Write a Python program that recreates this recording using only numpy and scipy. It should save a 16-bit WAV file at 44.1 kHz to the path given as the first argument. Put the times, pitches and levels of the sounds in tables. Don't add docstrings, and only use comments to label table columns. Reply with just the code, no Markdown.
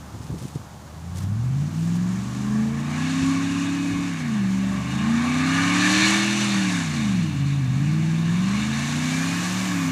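import sys
import numpy as np
from scipy import signal
from scipy.fft import rfft, irfft, next_fast_len
from scipy.io import wavfile
from scipy.ndimage import uniform_filter1d

SR = 44100
rng = np.random.default_rng(int(sys.argv[2]) if len(sys.argv) > 2 else 0)


def log_audio(samples):
    frames = np.atleast_2d(samples).T
    limited = np.clip(frames, -1, 1)
    pcm = np.round(limited * 32767).astype(np.int16)
    wavfile.write(sys.argv[1], SR, pcm)


N = 437031
TIME = np.arange(N) / SR

# (time [s], firing rate [Hz])
ENGINE_SPEED = [(0.0, 75.1), (0.94, 77.6), (1.3, 99.7), (1.44, 122.5), (1.74, 159.2), (2.87, 233.7),
                (3.08, 261.7), (3.54, 277.9), (4.08, 282), (4.44, 189.8), (4.8, 195.7), (5.13, 230),
                (6.1, 321.6), (6.43, 332.4), (6.68, 299.2), (7.35, 136.8), (7.58, 140.9), (7.68, 121.7),
                (7.94, 157.4), (8.29, 166.5), (8.57, 206.1), (9.64, 303.6), (9.91, 255.0)]
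CRUISE_HZ = 200
THROTTLE_S, THROTTLE_RISE_S, IDLE_DB = 0.82, 0.47, -20.5

# (multiple of cycle rate, level [dB], growth [dB per octave of engine speed])
STRONG_NOTES = [(5, -29, 4.5), (8, -21.5, -0.5), (16, -33.5, -3.5)]
# (multiple of cycle rate, level [dB])
BURBLE_TONES = [(2, -65), (3, -38.5), (4, -58), (6, -47), (7, -39.5), (9, -41.5), (10, -48.5), (11, -39.5),
                (12, -65), (13, -43), (14, -57.5), (15, -48), (17, -45), (18, -63), (19, -74)]
# (frequency [Hz], gain [dB])
MUFFLER_GAIN = [(35, -25), (60, -17), (73, -7.5), (92, -4.5), (135, -0.5), (200, 0), (280, -4), (315, -3),
                (350, -15), (450, -16), (540, -39), (800, -34)]
# (time [s], length [s], multiple of cycle rate, gain at the middle [dB])
ECHO_FADES = [(1.62, 0.5, 16, -16), (1.711, 0.058, 8, -22), (2.3, .2, 8, -14.5), (2.6, 0.074, 8, 4),
              (2.74, 0.19, 16, 17.5), (2.867, 0.24, 8, -9), (3.273, 0.073, 8, 5), (3.748, 0.8, 5, -3.5),
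              (4.173, 0.13, 8, -12), (4.581, .2, 5, -3.5), (4.88, .19, 8, -15), (5.125, 0.061, 8, 3.5),
              (5.22, 0.18, 5, -8), (6.584, 0.2606, 8, -7.5), (6.61, 0.11, 5, 4), (6.885, 0.11, 8, -27),
              (7.317, 0.083, 8, -10), (8.2, 0.48, 5, -3.5), (8.836, 0.31, 8, -7), (9.471, 0.26, 8, -23),
              (9.61, 0.13, 8, -18)]
# (time [s], gas rush [dB], mud spray [dB], brightness of the rush [dB per octave])
TRUCK_TURN = [(0.0, 17, -2, -12.5), (1.6, -8.5, -5, -2), (2.5, -6.5, -3, -8), (2.76, -2.5, -8, -7),
              (3.02, 3, -0.5, -2), (3.3, 1, 0, 0), (4.0, -2, -4.5, -1), (4.75, 0.5, -3, -3),
              (5.35, 8.5, 1, -3.5), (6.04, 11, 10.5, 3.5), (6.3, 5.5, 4.5, 3), (6.75, 3, 3, 1.5),
              (7.65, -0.5, -1.5, 3), (8.25, 2, -1.5, 0), (8.6, 5, 3, 0.5), (9.05, 2, 4.5, .5),
              (9.91, 2, 2, -2.5)]

# (frequency [Hz], nominal width [Hz], level per Hz [dB])
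PIPE_RINGS = [(735, 173, -6), (1082, 73, 2.5), (1219, 184, -4), (1702, 203, 2), (2245, 172, 0.5),
              (2577, 260, -4), (2823, 187, -4), (3677, 177, -4.5), (4220, 290, -9), (5970, 66, -10)]
# (time [s], length [s], frequency [Hz], level [dB])
PIPE_SONGS = [(2.501, 0.053, 1054, -40), (3.02, 0.065, 1684, -38), (3.324, 0.086, 1112, -33.5),
              (4.729, 0.18, 590, -43.5), (5.0, .12, 1070, -38.5), (5.586, 0.28, 1215, -29.5),
              (5.72, 0.036, 2240, -28), (5.94, 0.2, 1755, -25.5), (6.073, 0.091, 2260, -28)]
GAS_DB, GAS_DB_PER_OCTAVE = -38, 7.5
MUD_DB, MUD_DB_PER_OCTAVE = -40.5, 7.5

# (frequency [Hz], relative level [dB])
MUD_COLOUR = [(300, -11), (700, 3), (1400, 2), (2600, -1.5), (3250, -0.5), (4200, -1.5), (5100, -3),
              (6000, 0.5), (7000, 1), (8200, -6), (10000, -11.5), (12000, -20), (14000, -50), (16000, -68)]
MIST_DB, MIST_CLOSE_S, MIST_DB_PER_S = -53, 9.33, 17

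# (time [s], length [s], level [dB])
WHINE_SWELLS = [(3.77, .35, -45), (9.25, .45, -44.5), (9.22, .12, -43.5), (9.81, .08, -41.5)]
WHINE_ORDER = 72.2

# (time [s], length [s], level [dB])
GUST_BUMPS = [(0.15, 0.015, -35), (0.208, 0.017, -34), (0.24, 0.035, -49), (0.303, 0.0077, -27.5),
              (0.344, 0.023, -25.5), (0.424, 0.019, -29), (0.455, .008, -25.5), (.559, 0.0097, -24),
              (0.593, 0.027, -39), (3.226, 0.014, -24), (3.288, 0.011, -33), (3.936, 0.034, -27),
              (3.992, 0.028, -32)]
# (time [s], length [s], level [dB])
LIGHT_BREEZE = [(.25, .3, -39)]
# (frequency [Hz], relative level [dB])
GUST_COLOUR = [(25, -27), (60, 0), (120, 13), (200, 3.5), (350, -9.5), (480, -12.5), (900, -38),
               (3000, -70)]
# (time [s], length [s], level [dB])
SLOW_EDDIES = [(2.2, .06, -43), (2.48, 0.056, -40), (2.72, 0.04, -41), (3.28, 0.051, -44),
               (3.95, 0.041, -42), (4.55, 0.057, -41), (6.08, 0.11, -49)]
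# (time [s], length [s], level [dB])
GRASS_RUSTLES = [(.25, .06, -53.5), (.44, 0.085, -48), (.57, 0.043, -54), (1.175, 0.018, -42),
                 (1.225, 0.03, -47), (1.83, 0.09, -48.5), (1.96, 0.017, -49), (2.13, 0.019, -54)]
# (frequency [Hz], relative level [dB])
GRASS_COLOUR = [(500, -25), (2000, -1), (3500, 0), (7000, 1.5), (10000, -4), (15000, -14)]
# (frequency [Hz], relative level [dB])
AIR_COLOUR = [(25, -4), (60, -2), (130, 13.5), (250, 4.5), (450, -2.5), (800, 1), (1200, -2), (1700, -9.5),
              (2400, -16.5), (5000, -17.5), (9000, -21), (15500, -27)]
AIR_DB = -43
TOP_HZ = 15400


def exhaust(cycle_hz, angle, speed):
    notes = strong_notes(cycle_hz, angle, speed)
    roughness = undb(-40.5) * noise(lambda hz: response(MUFFLER_GAIN, hz) / (1 + (hz / 700) ** 4))
    low_sounds = burble(cycle_hz, angle) + roughness
    throttle = np.clip((TIME - THROTTLE_S) / THROTTLE_RISE_S, 0, 1)
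    turn_db = curve(TRUCK_TURN)
    mix = undb(0.11 * turn_db) * notes + undb(1.5 + 0.35 * turn_db) * low_sounds
    return undb(IDLE_DB * (1 - throttle)) * mix


def strong_notes(cycle_hz, angle, speed, ground_hz=365):
    shaken = angle + 0.11 / 8 * walk(70)
    notes = 0
    for order, db, db_per_octave in STRONG_NOTES:
        note_hz = order * cycle_hz
        ground = 1 / np.sqrt(1 + (note_hz / ground_hz) ** 14)
        heard = response(MUFFLER_GAIN, note_hz) * ground * echo_gain(order)
        level = np.sqrt(2) * undb(db + db_per_octave * speed)
        notes = notes + level * heard * np.sin(order * shaken)
    return notes


def echo_gain(order):
    power = 1
    for time, length, note, db in ECHO_FADES:
        if note == order:
            power = power * (1 + (undb(db) ** 2 - 1) * bell(time, length))
    return np.sqrt(power)


def burble(cycle_hz, angle, scatter=0.48, scatter_rate=5, jitter=0.013, ground_hz=375):
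    stride = 16
    cycle_hz, angle = cycle_hz[::stride], angle[::stride]
    out, size = 0, len(angle)
    for order, db in BURBLE_TONES:
        phase = order * angle + rng.uniform(0, 2 * np.pi) + jitter * order * walk(40, size)
        echo = scatter * min(order / 7, 1.3)
        tone = np.sin(phase) * (1 + echo * walk(scatter_rate, size))
        tone = tone + np.cos(phase) * echo * walk(scatter_rate, size)
        ground = 1 / np.sqrt(1 + (order * cycle_hz / ground_hz) ** 12)
        out = out + undb(db) * response(MUFFLER_GAIN, order * cycle_hz) * ground * tone
    return np.sqrt(2) * signal.resample_poly(out, stride, 1, window=("kaiser", 9))[:N]


def gas(angle, speed, flicker_db=1.87, puff=0.09):
    flow = rng.standard_normal(N) + 0.65 * rasp(angle)
    out, tilt = 0, curve(TRUCK_TURN, axis=3)
    for centre, width, db in PIPE_RINGS:
        b, a = signal.iirpeak(centre, centre / (2 * width), fs=SR)
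        ring = signal.lfilter(b, a, signal.lfilter(b, a, flow))
        ring = np.roll(ring, rng.integers(SR // 50))
        level_db = db + tilt * np.log2(centre / 1600) + flicker_db * walk(22)
        out = out + unit(ring) * np.sqrt(width) * undb(level_db)
    opened = np.clip(TIME - 0.8, 0, 1)
    level = undb(GAS_DB + GAS_DB_PER_OCTAVE * speed + curve(TRUCK_TURN))
    return unit(out) * level * opened * (1 + puff * np.sin(5 * angle))


def rasp(angle, count=3):
    patterns = rng.standard_normal((count, 600))
    place = angle / (2 * np.pi) % 1 * patterns.shape[1]
    shares = np.array([walk(6) for _ in patterns])
    shares = shares / np.linalg.norm(shares, axis=0)
    crackle = 0
    for share, pattern in zip(shares, patterns):
        crackle = crackle + share * np.interp(place, np.arange(len(pattern)), pattern)
    return unit(crackle)


def singing(wander=1.13, waver_db=3):
    phase = wander * walk(110)
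    waver = unit(undb(waver_db * walk(80)))
    tones = 0
    for time, length, hz, db in PIPE_SONGS:
        tones = tones + undb(db) * bell(time, length) * np.sin(2 * np.pi * hz * TIME + phase)
    return waver * tones


def mud(speed, patter_db=1.0, surge_db=0.8, split_hz=4800):
    clods = noise(lambda hz: response(MUD_COLOUR, hz) / np.sqrt(1 + (hz / split_hz) ** 8))
    spray = noise(lambda hz: response(MUD_COLOUR, hz) / np.sqrt(1 + (split_hz / (hz + 1)) ** 8))
    flung = undb(1.5 + patter_db * walk(250)) * clods + undb(patter_db * walk(400)) * spray
    level_db = MUD_DB + MUD_DB_PER_OCTAVE * speed + curve(TRUCK_TURN, axis=2)
    return unit(flung) * undb(level_db + surge_db * walk(25))


def mist(patter_db=1.0, centre_hz=12000):
    level_db = MIST_DB - MIST_DB_PER_S * np.maximum(MIST_CLOSE_S - TIME, 0)
    droplets = noise(lambda hz: 1 / (1 + ((hz - centre_hz) / 3000) ** 2))
    return droplets * undb(level_db + patter_db * walk(400))


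def alternator(angle, waver_db=2, slip=0.55):
    waver = unit(undb(waver_db * walk(35)))
    return np.sqrt(2) * swells(WHINE_SWELLS) * waver * np.sin(WHINE_ORDER * angle + slip * walk(45))


def wind(gust_db=-3, thud_db=3, thud_s=0.001, buffet_db=4):
    breeze = swells(LIGHT_BREEZE) * undb(buffet_db * walk(29.7))
    gusts = coloured(GUST_COLOUR) * (swells(GUST_BUMPS) + breeze) * undb(gust_db)
    for time, _, db in GUST_BUMPS:
        u = ((TIME - time) / thud_s) ** 2
        gusts = gusts - undb(db + thud_db) * (1 - u) * np.exp(-np.minimum(u, 100) / 2)
    return gusts


def eddies():
    return noise(lambda hz: 1 / (1 + ((hz - 75) / 30) ** 4)) * swells(SLOW_EDDIES)


def grass(crackle_db=3):
    return unit(coloured(GRASS_COLOUR) * undb(crackle_db * walk(350))) * swells(GRASS_RUSTLES)


def open_air():
    return coloured(AIR_COLOUR) * undb(AIR_DB + walk(6.5) / 2)


def undb(db):
    return np.exp(np.asarray(db) * (np.log(10) / 20))


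def unit(x):
    return x / np.sqrt(np.mean(x ** 2))


def curve(rows, axis=1):
    rows = np.array(rows)
    return np.interp(TIME, rows[:, 0], rows[:, axis])


def bell(time, length):
    return np.exp(-((TIME - time) / length) ** 2)


def swells(rows):
    return sum(undb(db) * bell(time, length) for time, length, db in rows)


def response(points, hz):
    f, db = np.transpose(points)
    return undb(np.interp(np.log(np.maximum(hz, 1)), np.log(f), db))


def filtered(x, gain):
    size = next_fast_len(N, real=True)
    hz = np.arange(size // 2 + 1) * SR / size
    return unit(irfft(rfft(x, size) * gain(hz), size)[:N])


def noise(gain):
    return filtered(rng.standard_normal(N), gain)


def coloured(points):
    return noise(lambda hz: response(points, hz))


def walk(rate, size=N):
    turns = rate * N / SR
    steps = rng.standard_normal(8192)
    path = np.interp(np.linspace(0, turns, size), np.arange(len(steps)), steps)
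    return unit(uniform_filter1d(path, int(size / turns / 2) + 1))


def scene():
    firing_hz = uniform_filter1d(curve(ENGINE_SPEED), SR // 10)
    cycle_hz = firing_hz / 8
    speed = np.log2(firing_hz / CRUISE_HZ)
    angle = 2 * np.pi * np.cumsum(cycle_hz) / SR
    truck = exhaust(cycle_hz, angle, speed) + gas(angle, speed) + singing()
    truck = truck + mud(speed) + mist() + alternator(angle)
    meadow = wind() + eddies() + grass() + open_air()
    mono = truck + meadow
    return np.array([mono, mono])


def record(dry):
    return signal.sosfilt(signal.ellip(10, 0.1, 80, TOP_HZ, fs=SR, output="sos"), dry)


dry = scene()
out = record(dry)
log_audio(out)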